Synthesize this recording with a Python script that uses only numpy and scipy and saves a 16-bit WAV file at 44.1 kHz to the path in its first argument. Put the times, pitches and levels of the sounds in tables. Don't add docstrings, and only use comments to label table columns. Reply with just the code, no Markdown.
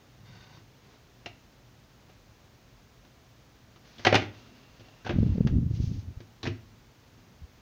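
import sys
import numpy as np
from scipy import signal
from scipy.fft import rfft, irfft
from scipy.io import wavfile

SR = 44100
rng = np.random.default_rng(int(sys.argv[2]) if len(sys.argv) > 2 else 0)


def invert_db(level):
    return 10 ** (np.asarray(level, dtype=float) / 20)


def materialize(psi):
    bounded = np.clip(np.atleast_2d(psi).T, -1, 1)
    quanta = np.round(bounded * 32767).astype(np.int16)
    wavfile.write(sys.argv[1], SR, quanta)


N = 335601

# [f/Hz, relative level/dB]
AIR_SPECTRUM = [(12, -51.5), (20, -35), (43, -2.5), (90, -7.5), (123, 0.5), (161, -10), (243, -10),
                (296, -13.5), (569, -17), (762, -18.5), (903, -20), (6600, -29), (8580, -50), (14500, -120)]
# [f/Hz, relative level/dB]
HISS_SPECTRUM = [(3880, -36), (6600, -8.5), (8080, -8.5), (12900, -9), (13600, -10), (15100, 3.5),
                 (16000, -8.5), (16200, -37)]
AIR_DB, HISS_DB = -57.5, -76.5
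# [start t/s, length t/s, low resonance level/dB, high resonance level/dB]
ARM_DRAGS = [(.12, 0.57, -54.5, -67), (3.902, 0.25, -76, -56), (4.398, 0.58, -66, -61.5),
             (6.618, 0.3, -65, -61), (7.051, 0.38, -59, -65)]
DRAG_EDGE_S = 0.1
# [f/Hz, time to fall 60 dB t/s]
ROOM_DECAY = [(100, 0.53), (400, 0.31), (2000, 0.33), (5000, 0.27), (8000, 0.22)]
ROOM_DB = -9.5
# [f/Hz, gain level/dB]
MICROPHONE_RESPONSE = [(25, -16.5), (70, -1.5), (6500, -1), (7600, -15), (9000, -16.5), (13000, -17),
                       (15000, -11)]

# [start t/s, length t/s, level halfway/dB, level change from start to end/dB, slide brightness/(dB per octave)]
PAPER_STROKES = [(0.221, .4, -58, 0, -1), (.79, .2, -61, 6, -4.5), (3.802, 0.34, -56, 12, -1.5),
                 (4.297, 0.94, -62.5, -8.5, -2.5), (5.126, 0.35, -56.5, -9.5, -4), (5.679, .14, -59, 3, 3),
                 (5.77, 0.28, -58, -10, 6)]
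# [f/Hz, width f/Hz, relative level/dB]
SHEET_RESONANCES = [(1000, 470, 7.5), (1510, 62, 8), (2000, 360, 6), (2793, 190, 0.5), (3660, 150, 5),
                    (4570, 170, 4), (5400, 250, -14.5)]
# [f/Hz, relative level/dB]
SLIDE_SPECTRUM = [(300, 2), (700, 2.5), (1500, 1), (2700, 4), (4500, 4), (6400, -0.5), (7600, -13.5)]
STROKE_START_S, STROKE_STOP_S = 0.061, 0.043
LIFT_S = 0.7
HELD_DB, FREE_DB = -1, -27

# [t/s, strike level/dB, ring of the struck thing f/Hz, relative ring level/dB,
# level added to the desk modes below 500 Hz/dB]
HARD_TAPS = [(.571, -55, 1100, 5, -21), (1.2594, -36, 2650, 5, -9), (1.264, -49, 696, 16, -1),
             (2.096, -54, 640, -7, -5), (3.049, -56, 654, -18, -6.5), (3.76, -53.5, 1230, 1, -4),
             (3.982, -49.5, 3480, 7, -5), (3.994, -43, 1610, -12, -2), (4.0495, -17, 2100, -9, -11.5),
             (4.0659, -16, 3030, -6, -15), (4.0694, -17, 1960, 2, -8), (4.126, -16.5, 556, 3.5, -6),
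             (4.142, -21.5, 3520, -13, -12.5), (4.1443, -16.5, 500, -6, -20),
             (4.153, -13, 2850, -24, -10.5), (4.221, -38, 2060, 8, 7.5), (4.796, -55.5, 3040, 3, 6.5),
             (4.806, -52.5, 500, 7, 0), (4.884, -54, 715, 6, 3.5), (5.471, -35, 1335, -32, -15),
             (6.204, -49.5, 2019, -7, 10), (6.43, -35.5, 3930, 3.5, -8)]
SOFT_SCUFFS = [(5.047, -42, 1560, 4, 7), (5.061, -31.5, 785, 1.5, -6), (5.07, -36, 1520, 6.5, -2.5),
               (5.092, -27.5, 397, 3, 1.5), (5.104, -32.5, 607, 5.5, 8.5), (6.439, -40.5, 4030, -11, 9.5),
               (6.452, -32, 2000, -5, -4), (6.463, -33.5, 1910, 2.5, 2), (6.47, -34, 2640, 4.5, 15)]
# [f/Hz, relative level/dB]
CRACK_SPECTRUM = [(150, -18.5), (300, 1), (500, -0.5), (1000, -6.5), (3400, -9), (6000, -18),
                  (16000, -46.5)]
# [f/Hz, relative level/dB, time to fall 60 dB t/s]
DESK_MODES = [(105, 4, 0.11), (248, 1.5, 0.086), (351, -4, 0.088), (442, -6.5, 0.045), (767, -2.5, 0.038),
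              (1240, -8.5, 0.024), (1590, -17.5, 0.1), (1980, -13.5, 0.058), (2100, -21, 0.043),
              (3400, -35.5, 0.067)]
TREBLE_DB, TREBLE_DB_PER_OCTAVE, DULL_DB_PER_DB = -1, 4, 0.29
TICK_DB, TICK_T60_S, TICK_DB_PER_RING_DB = -14, 0.013, -0.36

# (start t/s, length t/s, f/Hz, level/dB)
RUBBING_WHISTLE = (4, 1.5, 2746, -72)

# [t/s, level/dB]
RUMBLE_LEVEL = [(5.099, -59), (5.148, -27), (5.224, -29), (5.27, -24.5), (5.398, -32), (5.528, -21.5),
                (5.744, -30.5), (6.252, -54.5), (6.349, -53)]
# [f/Hz, relative level/dB]
HOUSING_SPECTRUM = [(12, -29.5), (20, -2.5), (103, 9.5), (248, -2), (532, -28), (614, -37), (900, -50.5),
                    (1170, -77), (1980, -120)]
# [crest t/s, swell level/dB, f/Hz, time between its -15 dB points t/ms]
HOUSING_JOLTS = [(5.143, -28, 110, 11), (5.164, -17, 129, 5.8), (5.188, -12.5, 200.5, 8.5),
                 (5.206, -15.5, 114.4, 7.7), (5.231, -13, 157, 7.6), (5.266, -18.5, 144, 20),
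                 (5.302, -15, 89, 16.5), (5.325, -17, 78, 17), (5.358, -22, 199, 19),
                 (5.383, -13.5, 150, 5.5), (5.409, -9.5, 167, 9), (5.452, -13, 136, 5.8),
                 (5.466, -12, 147, 8.7), (5.586, -15, 121, 6), (5.628, -19, 128, 12),
                 (5.665, -19.5, 135, 14), (5.712, -18.5, 115, 17.2), (5.741, -22, 108, 17),
                 (5.803, -22.5, 113, 33), (5.842, -19, 127, 14.3), (5.877, -22, 89, 20),
                 (5.917, -20, 133.6, 10), (5.99, -29.5, 96, 37), (6.089, -29, 86.4, 35),
                 (6.176, -30.5, 80.6, 14), (6.482, -21.5, 109, 26), (6.514, -31, 105, 14),
                 (7.422, -36.5, 101, 10), (7.441, -36.5, 69, 28)]
JOLT_HALF = 2200
SNAP_DB, SNAP_DB_PER_DB, SNAP_SPREAD_DB = -16.5, 0.57, 3


def evened(x):
    return x / np.sqrt(np.mean(x ** 2) + 1e-20)


def add(mix, start_s, sound):
    part = mix[max(round(start_s * SR), 0):][:len(sound)]
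    part += sound[:len(part)]


def coloured(x, points):
    f, db = np.transpose(points)
    hz = np.fft.rfftfreq(len(x), 1 / SR)
    gain = invert_db(np.interp(np.log(hz + 1), np.log(f + 1), db))
    return irfft(rfft(x) * gain, len(x))


def resonate(x, hz, width_hz):
    r = np.exp(-np.pi * width_hz / SR)
    pole = r * np.exp(2j * np.pi * hz / SR)
    return 2 * signal.lfilter([1 - r], [1, -pole], x).real


def lumps(length, rate_hz, depth_db):
    knots = rng.standard_normal(int(length / SR * 400) + 2)
    place = np.arange(length) / SR * min(rate_hz, 399)
    return invert_db(depth_db * np.interp(place, np.arange(len(knots)), knots))


def eased(length, start, stop):
    t = np.arange(0, length, 1 / SR)
    edge = np.clip(np.minimum(t / start, (length - t) / stop), 0, 1)
    return t, np.sin(np.pi / 2 * edge) ** 2


def air():
    return invert_db(AIR_DB) * evened(coloured(rng.standard_normal(N), AIR_SPECTRUM))


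def microphone_hiss():
    return invert_db(HISS_DB) * evened(coloured(rng.standard_normal(N), HISS_SPECTRUM))


def drag(start, length, low_db, high_db):
    t, ease = eased(length, DRAG_EDGE_S, DRAG_EDGE_S)
    grip = rng.standard_normal(len(t)) * lumps(len(t), 28, 1.1) * lumps(len(t), 10, 3.8)
    low = evened(resonate(resonate(grip, 126, 43), 89, 78)) * invert_db(low_db)
    high = evened(resonate(resonate(grip, 242.5, 33), 235, 65)) * invert_db(high_db)
    return start, (low + high) * ease


def room(x):
    echoes = np.zeros(SR)
    slots = np.arange(200, SR - 20, 20)
    echoes[slots + rng.integers(0, 20, len(slots))] = rng.choice([-1., 1.], len(slots))
    hz, t, bands = signal.stft(echoes, SR, nperseg=256)
    f, t60 = np.transpose(ROOM_DECAY)
    decay = invert_db(-60 * t / np.interp(hz, f, t60)[:, None])
    tail = signal.istft(bands * decay, SR, nperseg=256)[1]
    return signal.fftconvolve(x, tail / np.linalg.norm(tail))[:N]


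def stroke(start, length, middle_db, change_db, tilt_db):
    t, ease = eased(length, STROKE_START_S, STROKE_STOP_S)
    grains = rng.standard_normal(len(t)) * lumps(len(t), 79.5, 2.0) * lumps(len(t), 13, 1.2)
    ring = np.zeros(len(t))
    for hz, width_hz, db in SHEET_RESONANCES:
        ring += invert_db(db) * evened(resonate(resonate(grains, hz, width_hz), hz, 5 * width_hz))
    slide = coloured(coloured(grains, SLIDE_SPECTRUM), [(500, -2 * tilt_db), (8000, 2 * tilt_db)])
    ring_db = HELD_DB if start < LIFT_S else FREE_DB
    friction = evened(invert_db(ring_db) * evened(ring) + evened(slide))
    return start, friction * ease * invert_db(middle_db + change_db * (t / length - .5))


def desk_thump(t, thud_db, rise):
    out = np.zeros(len(t))
    spot = rng.standard_normal((len(DESK_MODES), 2))
    for (spread, turn), (hz, db, t60) in zip(spot, DESK_MODES):
        level_db = db + 1.5 * spread + (thud_db if hz < 500 else -3)
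        swell = 1 - np.exp(-t / (rise + 0.19 / hz))
        out += invert_db(level_db - 60 * t / t60) * swell * np.sin(2 * np.pi * (hz * t + turn))
    return out


def knock(strike_db, ring_hz, ring_db, thud_db, rise, t60):
    t = np.arange(SR // 2) / SR
    force = rng.standard_normal(len(t)) * lumps(len(t), 300, 1.08)
    onset = np.minimum(t / rise, 1)
    shape = onset * invert_db(-60 * t / t60)

    treble_db = TREBLE_DB + TREBLE_DB_PER_OCTAVE * np.log2(ring_hz / 2000)
    treble_db -= DULL_DB_PER_DB * (strike_db + 28.5)
    tilt = [(2500, 0), (5000, treble_db), (12000, treble_db - 7.5)]
    crack = evened(coloured(coloured(force, CRACK_SPECTRUM), tilt) * shape)

    width_hz = 0.2 * ring_hz / invert_db(0.47 * ring_db)
    ring = resonate(resonate(force, ring_hz, width_hz), ring_hz, 3.6 * width_hz)
    ring = evened(ring * shape * invert_db(-600 * t))
    out = np.sqrt(np.mean(shape ** 2)) * (invert_db(1.0) * crack + invert_db(ring_db - 6) * ring)

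    tick = coloured(force, [(1500, -25), (5000, 6), (9000, -3), (15000, -11)]) * onset
    out += invert_db(TICK_DB + TICK_DB_PER_RING_DB * ring_db - 60 * t / TICK_T60_S) * tick
    return invert_db(strike_db) * (out + desk_thump(t, thud_db, rise))


def whistle(start, length, hz, db):
    t, ease = eased(length, .2, .12)
    tone = resonate(resonate(rng.standard_normal(len(t)), hz, 120), hz, 300)
    return start, invert_db(db) * ease * evened(tone)


def rumble():
    s, db = np.transpose(RUMBLE_LEVEL)
    t = np.arange(s[0], s[-1], 1 / SR)
    force = rng.standard_normal(len(t)) * lumps(len(t), 45.2, 3.8) * lumps(len(t), 17, 4.1)
    sound = evened(coloured(force, HOUSING_SPECTRUM))
    return s[0], sound * invert_db(np.interp(t, s, db)) * signal.windows.tukey(len(t), .05)


def jolt(db, hz, ms):
    t = np.arange(-JOLT_HALF, JOLT_HALF) / SR
    turn = 2 * np.pi * (hz * t + rng.random())
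    bell = np.exp(-(t / (0.00038 * ms)) ** 2)
    snap = np.exp(-abs(t / 0.002) ** 0.94) * np.cos(2.676 * turn)
    snap_db = SNAP_DB + SNAP_DB_PER_DB * (db + 17.5) + SNAP_SPREAD_DB * rng.standard_normal()
    return invert_db(db) * (bell * np.cos(turn) + invert_db(snap_db) * snap)


def housing():
    out = np.zeros(N)
    add(out, *rumble())
    for crest_s, *row in HOUSING_JOLTS:
        add(out, crest_s - JOLT_HALF / SR, jolt(*row))
    return out


def scene():
    desk = np.zeros(N)
    for row in ARM_DRAGS:
        add(desk, *drag(*row))
    for row in PAPER_STROKES:
        add(desk, *stroke(*row))
    for s, *row in HARD_TAPS:
        add(desk, s, knock(*row, rise=0.00099, t60=0.067))
    add(desk, *whistle(*RUBBING_WHISTLE))
    for s, *row in SOFT_SCUFFS:
        add(desk, s, knock(*row, rise=0.0033, t60=0.076))
    heard = coloured(desk + invert_db(ROOM_DB) * room(desk), MICROPHONE_RESPONSE)
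    return (heard + housing() + air() + microphone_hiss())[None]


def low_pass(x):
    return signal.sosfilt(signal.butter(12, 16490, fs=SR, output="sos"), x)


def record(dry):
    return low_pass(dry)


dry = scene()
out = record(dry)
materialize(out)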